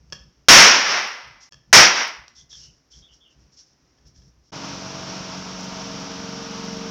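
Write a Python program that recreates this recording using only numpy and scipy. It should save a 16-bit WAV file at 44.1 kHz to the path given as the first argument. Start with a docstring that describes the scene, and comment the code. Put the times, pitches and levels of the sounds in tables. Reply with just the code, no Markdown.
"""In a hard-walled lab, a small powder pile detonates on a tile after a tap of the tool, then replays faster:
the tap comes closer to the blast and the ring dies away sooner. Each blast is a shock pulse with decaying
room noise and ringing glass, and overloads a phone microphone. Behind it the building rumbles, clothes
rustle (both shaped noise) and a far bird sings in rough glides. After a silent cut a small generator drones
nearby, harmonics plus throbbing noise, and a balloon brushes past as bright crackling noise."""
import sys
import numpy as np
from scipy import signal
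from scipy.fft import rfft, irfft, next_fast_len
from scipy.io import wavfile
from scipy.ndimage import uniform_filter1d, map_coordinates

SR = 44100
rng = np.random.default_rng(int(sys.argv[2]) if len(sys.argv) > 2 else 0)


def nominal_scale(level):
    """Amplitude ratio for a level in decibels (scalar or array-like)."""
    x = np.asarray(level, float) / 20
    return 10 ** x


def generate_wav(sig):
    """Save sig (samples, or channels by samples) to the path in sys.argv[1] as 16-bit PCM at SR."""
    pcm = np.round(np.clip(np.atleast_2d(sig).T, -1, 1) * 32767).astype(np.int16)
    wavfile.write(sys.argv[1], SR, pcm)


N = 304290  # length [samples]
T = np.arange(N) / SR  # time [s]


def unit(x):
    """Scale to rms 1."""
    return x / np.sqrt(np.mean(x ** 2) + 1e-20)


def along(points, hz):
    """(Hz, value) points read on a log frequency axis."""
    f, v = np.transpose(points)
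    return np.interp(np.log(hz + 1), np.log(f + 1), v)


def wobble(rate):
    """A smooth random curve, rate knots a second."""
    knots = rng.standard_normal(int(N * rate / SR) + 4)
    return map_coordinates(knots, [T * rate])


def coloured(x, spectrum):
    """x through a (Hz, dB) spectrum, causal: the folded cepstrum gives the least delay."""
    m = 2 * next_fast_len(len(x) // 2 + 8192)
    gain_db = along(spectrum, np.fft.rfftfreq(m, 1 / SR))
    cepstrum = irfft(np.log(nominal_scale(gain_db)), m)
    cepstrum[1:m // 2] *= 2
    cepstrum[m // 2 + 1:] = 0
    return irfft(rfft(x, m) * np.exp(rfft(cepstrum)), m)[:len(x)]


def swells(rows, rise_s, fall_db_per_s):
    """Gain of events that rise, hold and die away."""
    total = 0
    for s, held, db in rows:
        fall_db = fall_db_per_s * np.clip(T - s - held, 0, None)
        total = total + nominal_scale(db - fall_db) * np.clip((T - s) / rise_s, 0, 1)
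    return total


def loudness(x, size):
    """Running rms of the last size samples."""
    return np.sqrt(np.abs(uniform_filter1d(x ** 2, size=size, origin=size // 2)) + 1e-12)


def add(track, s, sound):
    """Mix a sound in at time s."""
    part = track[round(s * SR):][:len(sound)]
    part += sound[:len(part)]


# the hard walls' decay at pace 1: (frequency [Hz], t60 [s])
LAB_DECAY = [(60, 0.4), (250, 0.65), (1000, 0.77), (2500, 0.72), (5500, 0.65), (9000, 0.43)]


def tail(spectrum, pace):
    """Room noise starting at rms 1, each frequency dying at its own rate times pace."""
    hz, t, z = signal.stft(rng.standard_normal(2 * SR), SR, nperseg=512)
    decay_db = 60 * pace * t / along(LAB_DECAY, hz)[:, None]
    z = z * nominal_scale(along(spectrum, hz)[:, None] - decay_db)
    sound = signal.istft(z, SR, nperseg=512)[1][:2 * SR]
    return sound / np.std(sound[:1024])


def in_room(x, wet_db, pace):
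    """x and the lab's answer to it."""
    room = tail([(500, 0)], pace)  # one level at all frequencies
    return x + nominal_scale(wet_db) * signal.fftconvolve(x, room / np.linalg.norm(room))[:N]


# still air: (frequency [Hz], relative density [dB per Hz])
STILL_SPECTRUM = [(100, -22.5), (280, -2.5), (500, -10.5), (1500, -15.5), (3000, -20.5), (5500, -17),
                  (7000, -18.5), (16000, -25)]


def still_air():
    """The lab's noise floor, a steady noise that wavers slightly."""
    return nominal_scale(-67.0 + 1.5 * wobble(6.1)) * unit(coloured(rng.standard_normal(N), STILL_SPECTRUM))


# swells of the building: (start [s], time from start to fall [s], level [dB])
RUMBLE_SWELLS = [(-.02, .3, -49.5), (.36, 0.039, -61), (1.23, 0.06, -56), (1.32, 0.047, -61),
                 (1.52, 0.089, -55), (1.67, 0.059, -48), (2.17, 0.064, -55), (2.36, .05, -56.5),
                 (2.46, 0.036, -59.5), (2.54, .2, -56), (2.94, .08, -54), (3.09, 0.057, -62),
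                 (3.36, 0.11, -60.5), (3.82, 0.053, -68), (4.0, .1, -53), (4.16, 0.13, -53),
                 (4.36, 0.073, -63)]
# its colour: (frequency [Hz], relative density [dB per Hz])
RUMBLE_SPECTRUM = [(15, -28.5), (40, -11.5), (62, 10), (90, -6.5), (150, -6), (250, -22), (600, -31),
                   (1500, -52.5)]


def rumble():
    """The building's low noise, lumpy, swelling over a faint rest level."""
    rest_db = -67
    lumps = nominal_scale(rest_db) + swells(RUMBLE_SWELLS, rise_s=0.03, fall_db_per_s=300.5)
    return lumps * nominal_scale(2.5 * wobble(30)) * unit(coloured(rng.standard_normal(N), RUMBLE_SPECTRUM))


# far bird's notes: (start [s], end [s], first pitch [Hz], last pitch [Hz], level [dB])
BIRD_NOTES = [(2.348, 2.43, 3360, 3440, -60.5), (2.5, 2.59, 3575, 3220, -53.5),
              (2.581, 2.718, 3000, 2816, -63.5), (2.91, 3.014, 3280, 3420, -61.5),
              (3.02, 3.082, 3440, 3450, -55), (3.079, 3.15, 2950, 3130, -63.5),
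              (3.198, 3.299, 3390, 3340, -61), (3.249, 3.335, 3015, 2885, -61.5)]


def bird():
    """Far, gliding notes, roughened by noise around their pitch and smeared by the walls."""
    blur = 550  # knots a second of the noise that widens each note
    out = np.zeros(N)
    for start, stop, first_hz, last_hz, db in BIRD_NOTES:
        u = (T - start) / (stop - start)  # 0 to 1 over the note
        phase = 2 * np.pi * np.cumsum(first_hz + (last_hz - first_hz) * u) / SR
        shape = np.clip(6 * np.minimum(u, 1 - u), 0, 1)
        rough_tone = wobble(blur) * np.cos(phase) + wobble(blur) * np.sin(phase)
        out += nominal_scale(db + 3.45 * wobble(50)) * shape * unit(rough_tone)
    return in_room(out, wet_db=-7.5, pace=2.5)


# strokes of cloth: (start [s], time from start to fall [s], level [dB])
RUSTLE_STROKES = [(1.4, 0.037, -47), (2.345, 0.054, -48.5), (2.49, 0.16, -46), (2.7, 0.077, -70),
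                  (2.9, 0.09, -51.5), (3.113, 0.026, -56), (3.295, 0.018, -63), (3.39, 0.017, -64),
                  (3.512, .04, -58), (3.565, 0.036, -49), (3.65, .08, -67.5), (4.05, .02, -56),
                  (4.14, .04, -58.5), (4.2, 0.092, -66), (4.43, .07, -66.5)]
# cloth's colour: (frequency [Hz], relative density [dB per Hz])
CLOTH_SPECTRUM = [(600, -43.5), (1500, -18), (2500, -21), (4000, -7), (5500, -2), (8000, -5), (16000, -9.5)]


def rustle():
    """Clothes: strokes of bright noise, each with a rough surface."""
    strokes = swells(RUSTLE_STROKES, rise_s=0.023, fall_db_per_s=263)
    return strokes * nominal_scale(0.85 * wobble(110)) * unit(coloured(rng.standard_normal(N), CLOTH_SPECTRUM))


# engine orders: (multiple of the firing rate, level at 5.7 s [dB], drift [dB per s])
ENGINE_ORDERS = [(2, -52.5, 1.5), (4, -57, -5), (5, -61.5, -8), (6, -50, -3.5), (7, -53, -7),
                 (8, -40.5, 2.5), (9, -46.5, 5.5), (10, -52.5, 8), (12, -43.5, 0.6), (13, -57.5, 3),
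                 (14, -51.5, -6.5), (17, -60.5, 11), (18, -57, -4), (20, -46, 7), (22, -75, 10),
                 (26, -65.5, -12), (28, -49.5, 0.5), (40, -48.5, 1.3)]
# exhaust roar: (frequency [Hz], relative density [dB per Hz])
ROAR_SPECTRUM = [(15, -33.5), (40, -16), (92, -9), (190, -8.5), (363, -14), (775, -12), (900, -11.5),
                 (1400, -12.5), (1800, -20), (4000, -16.5), (8000, -21), (16000, -25)]


def generator():
    """Orders of the firing rate drift and waver in strength; the exhaust roar throbs once a firing."""
    firing_hz, sag_from_s, sag_hz_per_s = 23.23, 5.25, 0.27
    roar_db = -35.5
    hz = firing_hz - sag_hz_per_s * np.clip(T - sag_from_s, 0, None)
    phase = 2 * np.pi * np.cumsum(hz) / SR
    since = T - 5.7
    tones = 0
    for order, db, drift in ENGINE_ORDERS:
        strength = nominal_scale(db + drift * since + 2.46 * wobble(2.8))
        tones = tones + strength * np.sin(round(order) * phase + 0.54 * wobble(3.7))
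    throb = 1 + 0.047 * np.cos(phase) + 0.023 * np.cos(2 * phase)
    noise = unit(coloured(rng.standard_normal(N), ROAR_SPECTRUM))
    return tones + nominal_scale(roar_db + 0.61 * wobble(12)) * throb * noise


# a balloon's skin brushes past: (start [s], time from start to fall [s], level [dB])
BALLOON_BRUSHES = [(5.575, .085, -29), (5.79, .05, -33)]
# single ticks of rubber: (time [s], level [dB])
RUBBER_TICKS = [(5.607, -17), (5.641, -18)]


def balloon():
    """A short bright crackle of rubber: twice-differenced noise in brushes and ticks."""
    noise = unit(np.diff(rng.standard_normal(N + 2), 2))
    ticks = swells([(s, 0, db) for s, db in RUBBER_TICKS], rise_s=0.00024, fall_db_per_s=6000)
    brushes = swells(BALLOON_BRUSHES, rise_s=0.02, fall_db_per_s=600) * nominal_scale(4 * wobble(60))
    return (brushes + ticks) * noise


# tool on tile: (time [s], relative level [dB])
TOOL_TAPS = [(0.1242, -22.5), (0.1296, -23), (1.523, -36.5), (1.532, -38.5), (1.543, -38.5), (2.53, -41),
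             (2.553, -48), (3.985, -54.5), (4.055, -55), (4.161, -55), (4.22, -55)]
# the tile's modes: (frequency [Hz], relative level [dB], t60 [s])
TILE_MODES = [(619, -16, .03), (1265, -14, .02), (1744, -7, .035), (2800, -10, .012), (3316, -2, .014),
              (4565, -6, .018), (5260, -5, .014), (6379, -10, .014)]
# falling crumbs: (time [s], level [dB])
CRUMB_FALLS = [(0.101, -40.5), (1.4017, -56.5), (2.281, -30), (3.063, -52), (3.1183, -58), (3.5182, -59.5),
               (3.5733, -46), (4.0527, -60)]


def taps():
    """The tool knocks the tile's modes; crumbs land as bright ticks; the room answers both."""
    out, t = np.zeros(N), np.arange(SR // 4) / SR
    for s, db in TOOL_TAPS:
        ring = 0
        for hz, mode_db, t60 in TILE_MODES:
            ring = ring + nominal_scale(mode_db + rng.normal(0, 1.4) - 60 * t / t60) * np.sin(2 * np.pi * hz * t)
        knock_noise = nominal_scale(0.5 - 60 * t / 0.024) * np.diff(rng.standard_normal(len(t) + 1))
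        add(out, s, nominal_scale(db - 5.0) * (ring + knock_noise))
    for s, db in CRUMB_FALLS:
        add(out, s, nominal_scale(db - 60 * t / 0.0076) * np.diff(rng.standard_normal(len(t) + 1)))
    return in_room(out, wet_db=-7, pace=1.7)


# the blast and its faster replay: (time [s], level [dB], playback pace, heard in the decay [1 = normal])
BLAST_AND_REPLAY = [(0.4848, 21.5, 0.98), (1.7287, 20, 1.64)]
# the room's answer to the blast: (frequency [Hz], relative density [dB per Hz])
BLAST_ANSWER = [(30, -45), (70, -46), (140, -15), (250, -18.5), (400, -16.5), (1150, -10.5), (2000, -7.5),
                (3000, -11.5), (8000, -11.5), (16000, -14.5)]
# glassware left ringing: (frequency [Hz], relative level [dB], t60 at pace 1 [s])
GLASS_MODES = [(2024, -40, 1.27), (4877, -52, 1.3)]


def blasts():
    """A shock front, a strong early burst, the long room answer and shaken glass; pace shortens the decays."""
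    out, t = np.zeros(N), np.arange(2 * SR) / SR
    for s, db, pace in BLAST_AND_REPLAY:
        shock = (1 - t / 0.0011) * np.exp(-t / 0.0004)
        early = 1 + nominal_scale(-5.5 - 60 * pace * t / 1.0)
        glass = 0
        for hz, glass_db, t60 in GLASS_MODES:
            glass = glass + nominal_scale(glass_db - 60 * pace * t / t60) * np.sin(2 * np.pi * hz * t)
        blast = shock + early * tail(BLAST_ANSWER, pace) + glass
        next_cut = min(start for start, _, _ in SILENT_CUTS if start > s)
        add(out, s, nominal_scale(db) * blast * (s + t < next_cut))  # the ring ends at the next cut
    return out


def scene():
    """Lab background up to the last cut, generator after it, and all the single events, one channel."""
    in_lab = T < SILENT_CUTS[-1][0]
    background = (still_air() + rumble() + rustle()) * in_lab + generator() * ~in_lab
    return (background + bird() + balloon() + taps() + blasts())[None]


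# phone microphone, a port resonance, then a steep fall: (frequency [Hz], gain [dB])
MICROPHONE_RESPONSE = [(3000, 0.43), (4000, -4), (4800, 0.5), (5600, 7), (6300, -1), (7300, -9),
                       (8300, -20), (12000, -35), (15300, -23.5), (16000, -30.5)]


def microphone(x):
    """Colours the sound; gain control holds loud sound at one level as far as its range goes."""
    x = coloured(x, MICROPHONE_RESPONSE)
    gain_db = np.clip(-19 - 20 * np.log10(loudness(x, size=1301)), -12, 0)
    return x * nominal_scale(uniform_filter1d(gain_db, size=441))


# filter after the overloaded stage: (frequency [Hz], gain [dB])
OUTPUT_RESPONSE = [(30, -0.5), (75, -6), (140, 1.5), (400, 0), (1000, 0), (6500, 1.68), (8000, -7),
                   (15000, -13), (16700, -11.5), (16900, -68)]


def overload(x):
    """Peaks flatten against a limit with a rounded knee, then pass the output filter."""
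    limit, hardness = 0.66, 6.6
    x = x / (1 + np.abs(x / limit) ** hardness) ** (1 / hardness)
    return coloured(x, OUTPUT_RESPONSE)


# thin treble fizz: (frequency [Hz], relative density [dB per Hz])
FIZZ_SPECTRUM = [(6000, -39), (7500, -2.5), (9000, -8), (11000, -15), (12500, -6), (13800, -13.5),
                 (15100, -2.5), (15450, -3.5), (15600, -50.5)]


def fizz(level):
    """Treble noise that follows the loudness."""
    return nominal_scale(-38.0) * level * unit(coloured(rng.standard_normal(N), FIZZ_SPECTRUM))


def add_clicks(x, level):
    """Every fifth of a second up to the last cut, a click about as strong as what is sounding."""
    at = np.round(np.arange(0.6795, 4.4, 0.2) * SR).astype(int)
    x[at] += nominal_scale(rng.normal(-1.5, 3, len(at))) * level[at]
    return x


# silent cuts: (start [s], end [s], fade-in after the end [s])
SILENT_CUTS = [(1.492, 1.509, 0.0068), (4.507, 4.519, 0.014)]


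def silence_cuts(x):
    """Sound stops dead at each cut and fades in after it."""
    for start, stop, fade in SILENT_CUTS:
        x = x * np.where(T < start, 1, np.clip((T - stop) / fade, 0, 1))
    return x


def roll_off(x):
    """The treble ends steeply here."""
    return signal.sosfilt(signal.butter(12, 16740, fs=SR, output="sos"), x)


def record(dry):
    """The phone: microphone, overload, hiss of the electronics, fizz, clicks and silent cuts."""
    x = overload(microphone(dry[0]))
    x = x + nominal_scale(-91.5) * np.diff(rng.standard_normal(N + 1))  # hiss
    level = loudness(x, size=441)
    x = add_clicks(x + fizz(level), level)
    mix = silence_cuts(np.clip(x, -1, 1))
    return roll_off(mix[None])


dry = scene()
out = record(dry)
generate_wav(out)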